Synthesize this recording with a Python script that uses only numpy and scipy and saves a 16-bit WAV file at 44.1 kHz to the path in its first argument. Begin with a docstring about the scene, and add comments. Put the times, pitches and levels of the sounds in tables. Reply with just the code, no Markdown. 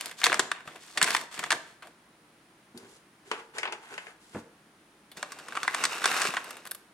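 """Opening a bag of coffee beans

A stiff paper bag is pulled open on a table in a quiet kitchen, close to a microphone with two ports.
Creases snap as decaying runs of slips filtered by paper resonances; walls rustle as dense small contacts.
Off to the left a drawer slides, utensils clatter and the drawer thuds shut: damped modes of a wooden box.
Then a scoop taps its way into the bag and digs through the beans, and a few tick as it is lifted out."""
import sys
import numpy as np
from scipy import signal
from scipy.fft import rfft, irfft
from scipy.io import wavfile
from scipy.ndimage import uniform_filter1d

SR = 44100
rng = np.random.default_rng(int(sys.argv[2]) if len(sys.argv) > 2 else 0)


def wrap_up_sound(samples):
    """Save the sound to the file named by the first command line argument, as 16-bit audio."""
    columns = np.atleast_2d(samples).T
    # keep every value between -1 and 1, then stretch to whole-number steps
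    tamed = np.clip(columns, -1, 1)
    steps = np.round(tamed * 32767).astype(np.int16)
    wavfile.write(sys.argv[1], SR, steps)


N = 305613
TIME = np.arange(N) / SR  # s
TOP_HZ = 16500
FIRM_DB = -34  # handling gentler than this has relatively more body

# broad spectrum of the paper: (frequency [Hz], gain [dB])
PAPER = [(47, -57), (80, -25.5), (178, -16.5), (369, -9), (550, -10), (734, -3), (820, -7.5), (937, -3),
         (1430, -3.5), (1740, -1.5), (3170, -7.5), (3540, -5), (3960, -12), (8410, -10), (13000, -21),
         (16000, -31.5)]
# resonances of the empty paper walls: (frequency [Hz], width [Hz], peak over the broad spectrum [dB])
BAG_RINGS = [(373, 12, 5), (1154, 59, 3), (1555, 100, 2), (3760, 170, -0.5), (4365, 610, 6.5),
             (5150, 340, 2), (7220, 182, 3), (8640, 410, 1)]


def undb(db):
    """Decibels are logarithmic: 20 dB is a tenfold amplitude."""
    return 10 ** (np.asarray(db) / 20)


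def rms(x):
    """Root mean square amplitude, the measure of mean power."""
    return np.sqrt(np.mean(x ** 2)) + 1e-12


def add(out, s, x):
    """Superposition: sound pressures add, here x into out from time s on."""
    i = max(int(s * SR), 0)
    out[..., i:i + x.shape[-1]] += x[..., :N - i]


def band(x, lo_hz, hi_hz):
    """Causal band-pass: only the frequencies between two cutoffs are passed."""
    edges = [lo_hz, min(hi_hz, SR / 2 - 1)]
    return signal.sosfilt(signal.butter(3, edges, "band", fs=SR, output="sos"), x)


def colour(x, points, rings, size=4096):
    """Source and filter: a minimum-phase body with a broad spectrum and a few resonances shapes x."""
    f = np.fft.rfftfreq(size, 1 / SR) + 1
    hz, db = np.transpose(points)
    broad = np.interp(np.log(f), np.log(hz), db)
    peaks = sum(d / (1 + (2 * (f - c) / w) ** 2) for c, w, d in rings)
    # folding the cepstrum onto positive times gives minimum phase
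    cepstrum = irfft(np.log(undb(broad + peaks)))[:size // 2]
    cepstrum[1:] *= 2
    response = irfft(np.exp(rfft(cepstrum, size)))
    return signal.fftconvolve(x, response)[:len(x)]


def widen(mid, side, wide_hz, side_db):
    """Spatial coherence: two close ports hear the same bass but differ in the treble."""
    high_pass = signal.butter(2, wide_hz, "high", fs=SR, output="sos")
    side = undb(side_db) * signal.sosfilt(high_pass, side)
    return np.array([mid + side, mid - side])


def left_first(pair, count):
    """Path difference: sound from the left reaches the right port count samples later."""
    return np.array([pair[0], np.roll(pair[1], count)])


def room_tone():
    """Stationary filtered noise: a faint rush with a thin electrical whine, and rumble in each port."""
    # broad spectrum of the quiet room: (frequency [Hz], gain [dB])
    quiet_colour = [(15, -68), (25, -29), (49, -10), (91, -12), (155, -2), (232, -1), (265, -7),
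                    (328, -2.5), (478, -7.5), (700, -7.5), (1470, -8.5), (5630, -22), (11000, -28),
                    (15200, -35)]
    # its resonances: (frequency [Hz], width [Hz], peak over the broad spectrum [dB])
    quiet_rings = [(308, 73, 5.9), (9510, 1200, 9.4), (15690, 124, 4.5)]
    mid, side = (colour(rng.standard_normal(N), quiet_colour, quiet_rings) for port in range(2))
    rush = widen(mid, side, 1124, -2.0) * undb(-61) / rms(mid)
    rumble = band(rng.standard_normal((2, N)), 20.4, 135)
    return rush + undb(-91.5) * rumble / rms(rumble)


def snap(row, points, rings, body_db, glint_db, pan_db, attack_s, panel_db, uneven_db,
         table_db, table_t60, treble_t60, side_db, size=4096):
    """Stick-slip: a quick run of unequal slips rings one panel; the table and things nearby scatter it."""
    # parts of a snap (body, middle, crack, glint): (from [Hz], to [Hz])
    snap_zones = [(125, 700), (700, 3200), (3200, 10000), (10000, 17000)]
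    _, db, crack_db, hz, t60 = row
    # a gentler snap keeps more body and glint; a sharper crack brings more glint (dB per dB)
    gentle = FIRM_DB - db
    body = body_db + 0.3836 * gentle
    glint = glint_db + 0.5339 * gentle + 1.25 * crack_db
    zone_db = (body, 0, crack_db, glint)
    t = np.arange(size) / SR
    slips = undb(uneven_db * rng.standard_normal(size))
    slips = slips / rms(slips) * undb(-60 * t / t60)
    scatter = undb(table_db - 60 * t / table_t60)
    shape = (1 - np.exp(-t / attack_s)) * (slips + scatter)
    panel = (hz, hz / 2, panel_db)
    pair = []
    for port in range(2):
        burst = colour(shape * rng.choice([-1, 1], size), points, rings + [panel])
        total = 0
        for (lo, hi), part_db in zip(snap_zones, zone_db):
            # the higher the part, the sooner it is damped
            part = band(burst, lo, hi) * undb(-60 * t / treble_t60 * lo / TOP_HZ)
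            total = total + undb(db + part_db) * part / rms(part[:int(.006 * SR)])
        pair.append(total)
    return widen(*pair, 1760, side_db) * undb(np.array([[pan_db], [-pan_db]]) / 2)


def pops(rows, t60, rough_db, attack_s, size=8192):
    """Damped flexural mode: a broad thin wall flexes once and rings hollow, with a rough edge."""
    out, t = np.zeros(N), np.arange(size) / SR
    for s, db, hz in rows:
        rough = band(rng.standard_normal(size), hz / 2, hz * 2)
        ring = np.sin(2 * np.pi * hz * t) + undb(rough_db) * rough / rms(rough)
        envelope = undb(db - 60 * t / t60) * (1 - np.exp(-t / attack_s))
        add(out, s, envelope * ring)
    return out


def ticks(per_s, spread_db):
    """Poisson-like impulses: lone clicks at random moments, most small and a few large."""
    sizes = undb(spread_db * np.minimum(rng.exponential(size=N), 3)) * rng.choice([-1, 1], N)
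    clicks = sizes * (rng.random(N) < per_s / SR)
    return clicks / rms(clicks)


def grains(per_s, spread_db, crackle_per_s, crackle_db, bed_db):
    """Granular excitation: small contacts ring a few cycles each, with broad crackles and even rubbing."""
    pitched = np.zeros(N)
    for c in 180 * 2. ** np.arange(7):  # octave centres in Hz
        clicks = ticks(per_s * np.sqrt(c / 1000), spread_db)
        pitched += band(clicks, c / np.sqrt(2), c * np.sqrt(2))
    # crackle power decays with a time constant of 0.94 ms
    decay = np.exp(-1 / (0.00094 * SR))
    crackle = signal.lfilter([1], [1, -decay], ticks(crackle_per_s, spread_db) ** 2)
    noise_power = undb(2 * crackle_db) * crackle / crackle.mean() + undb(2 * bed_db)
    return pitched + np.sqrt(noise_power) * rng.standard_normal(N)


def strokes(rows, attack_s, release_s):
    """Powers add: each stroke swells up to its time, holds and dies away; gains for low, middle, high."""
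    power = np.zeros((3, N))
    for s, length, db, hiss_db, low_db in rows:
        rise = np.clip((TIME - s) / attack_s + 1, 0, 1)
        fall = np.exp(-np.clip((TIME - s - length) / release_s, 0, 20))
        power += np.outer(undb([db + low_db, db, db + hiss_db]), rise * fall) ** 2
    return np.sqrt(power)


def rustle(gains, contacts, points, rings, side_db):
    """Friction noise: contacts excite a body; the handling sets its low, middle and high parts."""
    # parts of a rustle (low, middle, high): (from [Hz], to [Hz])
    zones = [(60, 700), (700, 3200), (3200, 17000)]
    loudness = np.sqrt(np.abs(uniform_filter1d(contacts ** 2, size=64)))
    scattered = loudness * rng.standard_normal(N)
    pair = []
    for push in (contacts, scattered):
        sound = colour(push, points, rings)
        parts = [band(sound, *zone) for zone in zones]
        pair.append(sum(p / rms(p) * gain for p, gain in zip(parts, gains)))
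    return widen(*pair, 1700, side_db)


def bag():
    """Snap-through buckling: creases crack over a fine crinkle as hands open the bag.

    Its walls pop then, and again while the scoop works."""
    # creases snapping through: (time [s], level of 700-3200 Hz [dB], crack 3-10 kHz over it [dB],
    # panel pitch [Hz], t60 of the slips [s])
    creases = [(0.0093, -37, 3.5, 2130, .008), (0.0577, -42.5, 6.5, 1820, 0.014),
               (0.1124, -41.5, -3, 1930, .025), (0.2158, -31, -9, 1650, .01),
               (0.2338, -24.5, -16, 2010, 0.0098), (0.24, -22.5, 6, 3420, 0.0096),
               (0.2437, -26, 3, 2220, 0.051), (0.2569, -25, 0, 1540, .011),
               (0.2601, -23, -10.5, 1480, .008), (0.2654, -18, -5.5, 2110, 0.011),
               (0.2974, -27, -13, 1630, 0.014), (0.3186, -23.5, -19, 1400, 0.0063),
               (0.3275, -19.5, -12.5, 1810, 0.0083), (0.3426, -24.5, -4, 1270, 0.012),
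               (0.3931, -19.5, -1, 1570, 0.042), (0.515, -22.5, -9, 1446, 0.022),
               (0.6049, -46, -14.5, 1350, .02), (0.6739, -39.5, -10, 1320, 0.095),
               (0.7584, -45.5, -7, 1060, 0.044), (0.9736, -24, -3, 2010, .05),
               (1.0143, -18.5, -7, 2020, 0.01), (1.0198, -23, -10, 1865, 0.045),
               (1.0268, -28.5, 11, 1930, 0.017), (1.0315, -28.5, 0, 1840, .022),
               (1.0419, -25.5, -0.5, 1960, 0.015), (1.0757, -27, -12, 1720, .027),
               (1.0817, -29.5, -10, 1690, .038), (1.1051, -27.5, 0, 2400, .014),
               (1.1476, -18.5, -8.5, 2150, 0.014), (1.164, -28, -1, 1830, 0.031),
               (1.2115, -38, -2.5, 1580, 0.02), (1.3914, -32, -1, 2150, 0.017),
               (1.429, -35.5, -17, 1040, .025), (1.4369, -27.5, -7.5, 1620, 0.027),
               (1.5048, -21, -4, 1450, 0.021), (1.5176, -21.5, -4.5, 1490, 0.013),
               (1.5245, -22.5, -5, 1620, 0.014), (1.8226, -44, -11, 1030, 0.1),
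               (1.8697, -50, -8, 1410, 0.047)]
    # a whole wall buckling with a hollow pop: (time [s], level [dB], pitch [Hz])
    buckles = [(0.2657, -21.5, 480), (0.3275, -26, 586), (0.3935, -20, 385), (0.674, -41.5, 159),
               (1.027, -31, 184), (1.089, -38, 480), (1.388, -40, 188), (5.1696, -43, 190),
               (5.2273, -32, 596), (6.0561, -28.5, 400), (6.2509, -29.5, 425), (6.285, -37, 192)]
    # hands pulling and smoothing the paper: (time [s], length [s], level before trim [dB],
    # hiss over that level [dB], flapping over that level [dB])
    pulls = [(0, 0.09, -45.5, -3, -7.5), (.19, 0.097, -48, 2.5, -10), (.285, .07, -37.5, -8, -2),
             (.41, 0.028, -43, -8, 1.5), (.55, 0.03, -49.5, -21, -16), (.67, 0.1, -52.5, -6.5, -0.5),
             (.82, 0.16, -55, 1.5, -13), (.975, 0.093, -41, -12, -3), (1.075, 0.076, -34.5, -2.5, -7.5),
             (1.19, 0.043, -51, -3, 1), (1.33, 0.027, -46, -2, -13), (1.38, 0.092, -43, -8, -7.5),
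             (1.53, 0.021, -44.5, -3, 5), (1.6, 0.11, -58.5, -3, -6), (1.855, 0.016, -56, -5, 3)]
    out = np.zeros((2, N))
    for row in creases:
        crack = snap(row, PAPER, BAG_RINGS, body_db=-17.5, glint_db=-9, pan_db=0.4, attack_s=0.00081,
                     panel_db=7.0, uneven_db=5.5, table_db=-19.0, table_t60=0.066,
                     treble_t60=0.084, side_db=-7.5)
        add(out, row[0], crack)
    out += pops(buckles, t60=0.053, rough_db=-7, attack_s=0.0017)
    crinkle = grains(per_s=190, spread_db=2.5, crackle_per_s=140, crackle_db=-2, bed_db=-5)
    gains = undb(-0.75) * strokes(pulls, attack_s=0.024, release_s=0.034)  # trim in dB
    out += rustle(gains, crinkle, PAPER, BAG_RINGS, side_db=-3.5)
    return left_first(out, count=1)


def kitchen(x, wet_db, build_s=0.0016, size=32768):
    """Reverberation: diffuse echoes of hard walls decay exponentially; the high treble dies first."""
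    # decay of the kitchen: (frequency [Hz], t60 [s])
    room_decay = [(150, 0.44), (400, 0.57), (1200, 0.5), (3000, 0.43), (7000, 0.42), (14000, 0.26)]
    t, (hz, t60) = np.arange(size) / SR, np.transpose(room_decay)
    pair = []
    for port in range(2):
        tail = np.zeros(size)
        for c in 90 * 2. ** np.arange(8):  # octave centres in Hz
            noise = band(rng.standard_normal(size), c / np.sqrt(2), c * np.sqrt(2))
            tail += noise * undb(-60 * t / np.interp(np.log(c), np.log(hz), t60))
        tail *= 1 - np.exp(-(t / build_s) ** 2)
        pair.append(signal.fftconvolve(x.mean(0), tail / np.linalg.norm(tail))[:N])
    return undb(wet_db) * widen(*pair, 935, -1.6)


def thuds(size=16384):
    """Modal impact: each bump is a short rough push on a wooden box; softer contact is duller."""
    # the drawer bumping its frame: (time [s], level before trim [dB], contact [s], heft below 150 Hz [dB])
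    bumps = [(2.744, -46.5, 0.0041, -6), (2.756, -44, 0.0063, -14), (2.826, -51, 0.0024, -5.5),
             (4.347, -37, 0.00065, 8), (4.353, -32, 0.0028, 0), (4.367, -42, 0.00064, -10.5),
             (4.377, -35.5, 0.0034, -2)]
    # modes of its wooden box: (frequency [Hz], relative level before contact and heft [dB], t60 [s])
    box_modes = [(73, -30.5, 0.16), (112, -6.5, 0.18), (150.5, -10, 0.092), (231.7, 4, 0.11),
                 (305.6, -4, 0.15), (413, -10.5, 0.11), (580, -18, 0.039), (799, -3, 0.075),
                 (890, 0.5, 0.077), (1024, -3.5, .08), (1490, -34, 0.047)]
    out, t = np.zeros(N), np.arange(size) / SR
    for s, db, contact_s, heft_db in bumps:
        ring = np.zeros(size)
        for hz, d, t60 in box_modes:
            gain = undb(d + heft_db * (hz < 150) - 60 * t / t60) / np.hypot(1, hz * contact_s)
            ring += gain * np.sin(2 * np.pi * hz * t)
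        top_hz = np.clip(2.02 / contact_s, 400, 1800)
        scuff = band(rng.standard_normal(size), 144, top_hz) * undb(-60 * t / 0.05)
        # levels are set over the first 20 ms
        blow = ring / rms(ring[:SR // 50]) + undb(-3.5) * scuff / rms(scuff[:SR // 50])
        add(out, s, undb(db - 1.5) * blow * (1 - np.exp(-t / contact_s)))  # trim of -1.5 dB
    # the thuds carry no deep bass
    return band(out, 66, 3300)


def drawer():
    """Airborne and structure-borne sound: sliding and knocks from the left, bumps equal in both ports."""
    # utensils knocking: (time [s], level of 700-3200 Hz [dB], crack 3-10 kHz over it [dB],
    # pitch [Hz], t60 of the slips [s])
    knocks = [(2.7749, -57, 10, 1160, 0.024), (3.3139, -26, -11.5, 1210, 0.018),
              (3.583, -32, -2, 1910, 0.017), (3.6311, -27.5, -14.5, 1460, .016),
              (3.6533, -30, -19, 1020, 0.015), (3.6744, -33, -24, 940, 0.029), (3.723, -35, -5, 1270, 0.04),
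              (3.7285, -37.5, -24, 1240, 0.04), (3.9396, -42.5, -7.5, 1420, .016),
              (3.9784, -34, -11.5, 1750, .035), (4.068, -42.5, -15, 1660, 0.021)]
    # a heavy utensil dropping on the floor of the tray: (time [s], level [dB], pitch [Hz])
    drops = [(3.3138, -27.5, 440), (3.583, -37, 464), (3.7286, -38, 407)]
    # the drawer running and things sliding in it: (time [s], length [s], scrape before trim [dB],
    # hiss over that level [dB], rumble over that level [dB])
    slides = [(2.77, 0.1, -57.5, -5.5, 3), (2.89, .08, -63.5, 3.5, 2), (3.27, 0.047, -56.5, -3.5, -2),
              (3.33, 0.074, -46, -13, -5), (3.56, 0.019, -42, -10, -8), (3.63, .12, -49.5, -27, -2),
              (3.83, 0.28, -52.5, -8, -26), (3.92, 0.021, -45.5, -10, -6.5), (4.22, 0.1, -67, 4.5, -14),
              (4.34, 0.056, -53.5, -3, -3.5)]
    # broad spectrum of the utensils: (frequency [Hz], gain [dB])
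    utensils = [(59, -46), (100, -30), (308, -13), (424, -1.5), (662, -7), (768, -13.5), (1550, -16),
                (2080, -9.5), (2580, -6.5), (4020, -12.5), (4770, -7), (5300, -10), (7610, -12),
                (9410, -13), (16000, -38)]
    # broad spectrum of the drawer runners: (frequency [Hz], gain [dB])
    runners = [(47, -56), (80, -10), (142, -13), (194, -53), (232, -3), (431, 8), (550, -5.5), (1400, -4),
               (1700, -5), (2970, -9), (5520, -13), (9610, -11.5), (16000, -41)]
    # resonances of the utensil tray: (frequency [Hz], width [Hz], peak over the broad spectrum [dB])
    tray_rings = [(404, 56, 5.7), (865, 170, 3.6), (1540, 230, 4.3), (2700, 59, 1.5), (7150, 190, 2.6)]
    out = np.zeros((2, N))
    for row in knocks:
        knock = snap(row, utensils, tray_rings, body_db=-17.5, glint_db=-18.5, pan_db=2.5,
                     attack_s=0.00023, panel_db=12.5, uneven_db=4, table_db=-6.5, table_t60=0.17,
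                     treble_t60=0.054, side_db=-5)
        add(out, row[0], knock)
    out += pops(drops, t60=0.068, rough_db=-9, attack_s=0.0011)
    sliding = grains(per_s=260, spread_db=2.5, crackle_per_s=120, crackle_db=-6.0, bed_db=-2.5)
    gains = undb(-1.5) * strokes(slides, attack_s=0.027, release_s=.022)  # trim in dB
    out += rustle(gains, sliding, runners, tray_rings, side_db=-3.5)
    return left_first(out, count=7) + thuds()


def scoop():
    """Impact and granular friction: the scoop taps, grinds through beans, and a few tick as it leaves."""
    # the scoop striking bag and beans: (time [s], level of 700-3200 Hz [dB],
    # crack 3-10 kHz over it [dB], panel pitch [Hz], t60 of the slips [s])
    taps = [(5.1153, -52, 1.5, 3700, 0.071), (5.1698, -43.5, -1, 1680, 0.087),
            (5.2273, -29, -5.5, 1140, 0.013), (5.319, -40, -1, 1240, 0.048), (5.3868, -44, -3, 1350, 0.08),
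            (5.4832, -38, -6.5, 1260, 0.019), (5.5223, -35.5, -15, 1590, 0.017),
            (5.5517, -33.5, -9, 1330, 0.063), (5.5673, -32.5, -14, 1310, .015),
            (5.5711, -25, -16, 1290, 0.019), (5.6309, -27.5, -5, 1300, 0.0062),
            (5.6779, -19, -14.5, 1890, 0.011), (5.6494, -36, -20, 1220, .01),
            (5.7407, -32, -12, 1740, 0.015), (5.7456, -25, -4, 1520, 0.018),
            (5.8382, -22.5, -1.5, 1500, 0.025), (5.8519, -26, 3, 1860, 0.019),
            (6.0168, -33, -9, 1490, .028), (6.0407, -21.5, -5.5, 1520, .03), (6.0558, -19, -3, 1550, 0.014),
            (6.2163, -25, -1, 1580, 0.036), (6.2509, -27.5, -6, 1160, 0.032),
            (6.3381, -30.5, -11.5, 1230, 0.0042), (6.367, -24.5, -11.5, 1480, .018),
            (6.3736, -31.5, -13, 1140, 0.058)]
    # single beans as the scoop is lifted out: (time [s], level of 700-3200 Hz [dB],
    # crack 3-10 kHz over it [dB])
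    bean_ticks = [(6.4417, -44.5, -3.5), (6.5067, -40.5, -2), (6.5681, -45, -6), (6.6525, -44, -5),
                  (6.664, -44, -7), (6.6708, -44, -1), (6.7105, -52.5, 10.5), (6.715, -39, -5.5),
                  (6.7477, -48.5, 2.5)]
    # how hard the scoop works through the beans: (time [s], level [dB])
    digging = [(5.13, -79.5), (5.18, -48), (5.28, -56), (5.32, -53), (5.42, -52.5), (5.56, -48),
               (5.72, -43.5), (5.77, -37.5), (5.84, -34), (5.89, -42.5), (5.93, -34), (6.01, -40.5),
               (6.07, -30), (6.27, -29.5), (6.309, -39), (6.42, -49.5), (6.488, -46), (6.62, -55.5),
               (6.92, -78)]
    # a further ring heard while the scoop works: (frequency [Hz], width [Hz], peak over the broad spectrum
    # [dB])
    scoop_rings = [(1104, 30, 5)]
    # broad spectrum of the beans: (frequency [Hz], gain [dB])
    bean_colour = [(47, -50), (80, -18), (369, -3), (527, -1), (672, -1.5), (802, 1.5), (1560, 5.5),
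                   (2080, 2), (2780, 2), (3240, -10.5), (4330, -12.5), (4830, -13), (8230, -14),
                   (12800, -22.5), (16000, -35)]
    # resonances of the filled bag: (frequency [Hz], width [Hz], peak over the broad spectrum [dB])
    bean_rings = [(375, 91, 2), (1200, 250, 3.2), (1390, 110, 2.7), (3760, 240, 6.4), (4400, 280, 2.8),
                  (5360, 400, 3), (8300, 230, 4)]
    out = np.zeros((2, N))
    for row in taps:
        tap = snap(row, PAPER, BAG_RINGS + scoop_rings, body_db=-13.5, glint_db=-12.5, pan_db=-.5,
                   attack_s=0.00055, panel_db=11.5, uneven_db=4.5, table_db=-17.5, table_t60=0.083,
                   treble_t60=0.13, side_db=-8)
        add(out, row[0], tap)
    for row in bean_ticks:
        # every bean shares a pitch of 1420 Hz and a slip t60 of 0.026 s
        tick = snap((*row, 1420, 0.026), PAPER, BAG_RINGS, body_db=-16.5, glint_db=-4, pan_db=-0.5,
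                    attack_s=0.00037, panel_db=8.5, uneven_db=9.0, table_db=-17.0, table_t60=0.039,
                    treble_t60=0.084, side_db=-8.5)
        add(out, row[0], tick)
    s, db = np.transpose(digging)
    effort = np.interp(TIME, s, db, left=-120)
    # the walls flap relatively more under a light hand (dB per dB)
    flap = effort - 10.5 + 0.3428 * (FIRM_DB - effort)
    hiss = effort - 4.5
    gains = undb([flap, effort, hiss])
    beans = grains(per_s=380, spread_db=3.5, crackle_per_s=150, crackle_db=-4.0, bed_db=-6.5)
    out += rustle(gains, beans, bean_colour, bean_rings, side_db=-6.0)
    return left_first(out, count=1)


def scene():
    """Direct and reverberant fields add: bag, scoop and drawer all echo in the kitchen."""
    near, far = bag() + scoop(), drawer()
    echoes = kitchen(near, wet_db=-15.0) + kitchen(far, wet_db=-11.5)
    return near + far + echoes + room_tone()


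def record(dry):
    """Band limiting: the recorder's steep low-pass cuts the top."""
    return signal.sosfilt(signal.ellip(10, .2, 70, TOP_HZ, fs=SR, output="sos"), dry)


dry = scene()
out = record(dry)
wrap_up_sound(out)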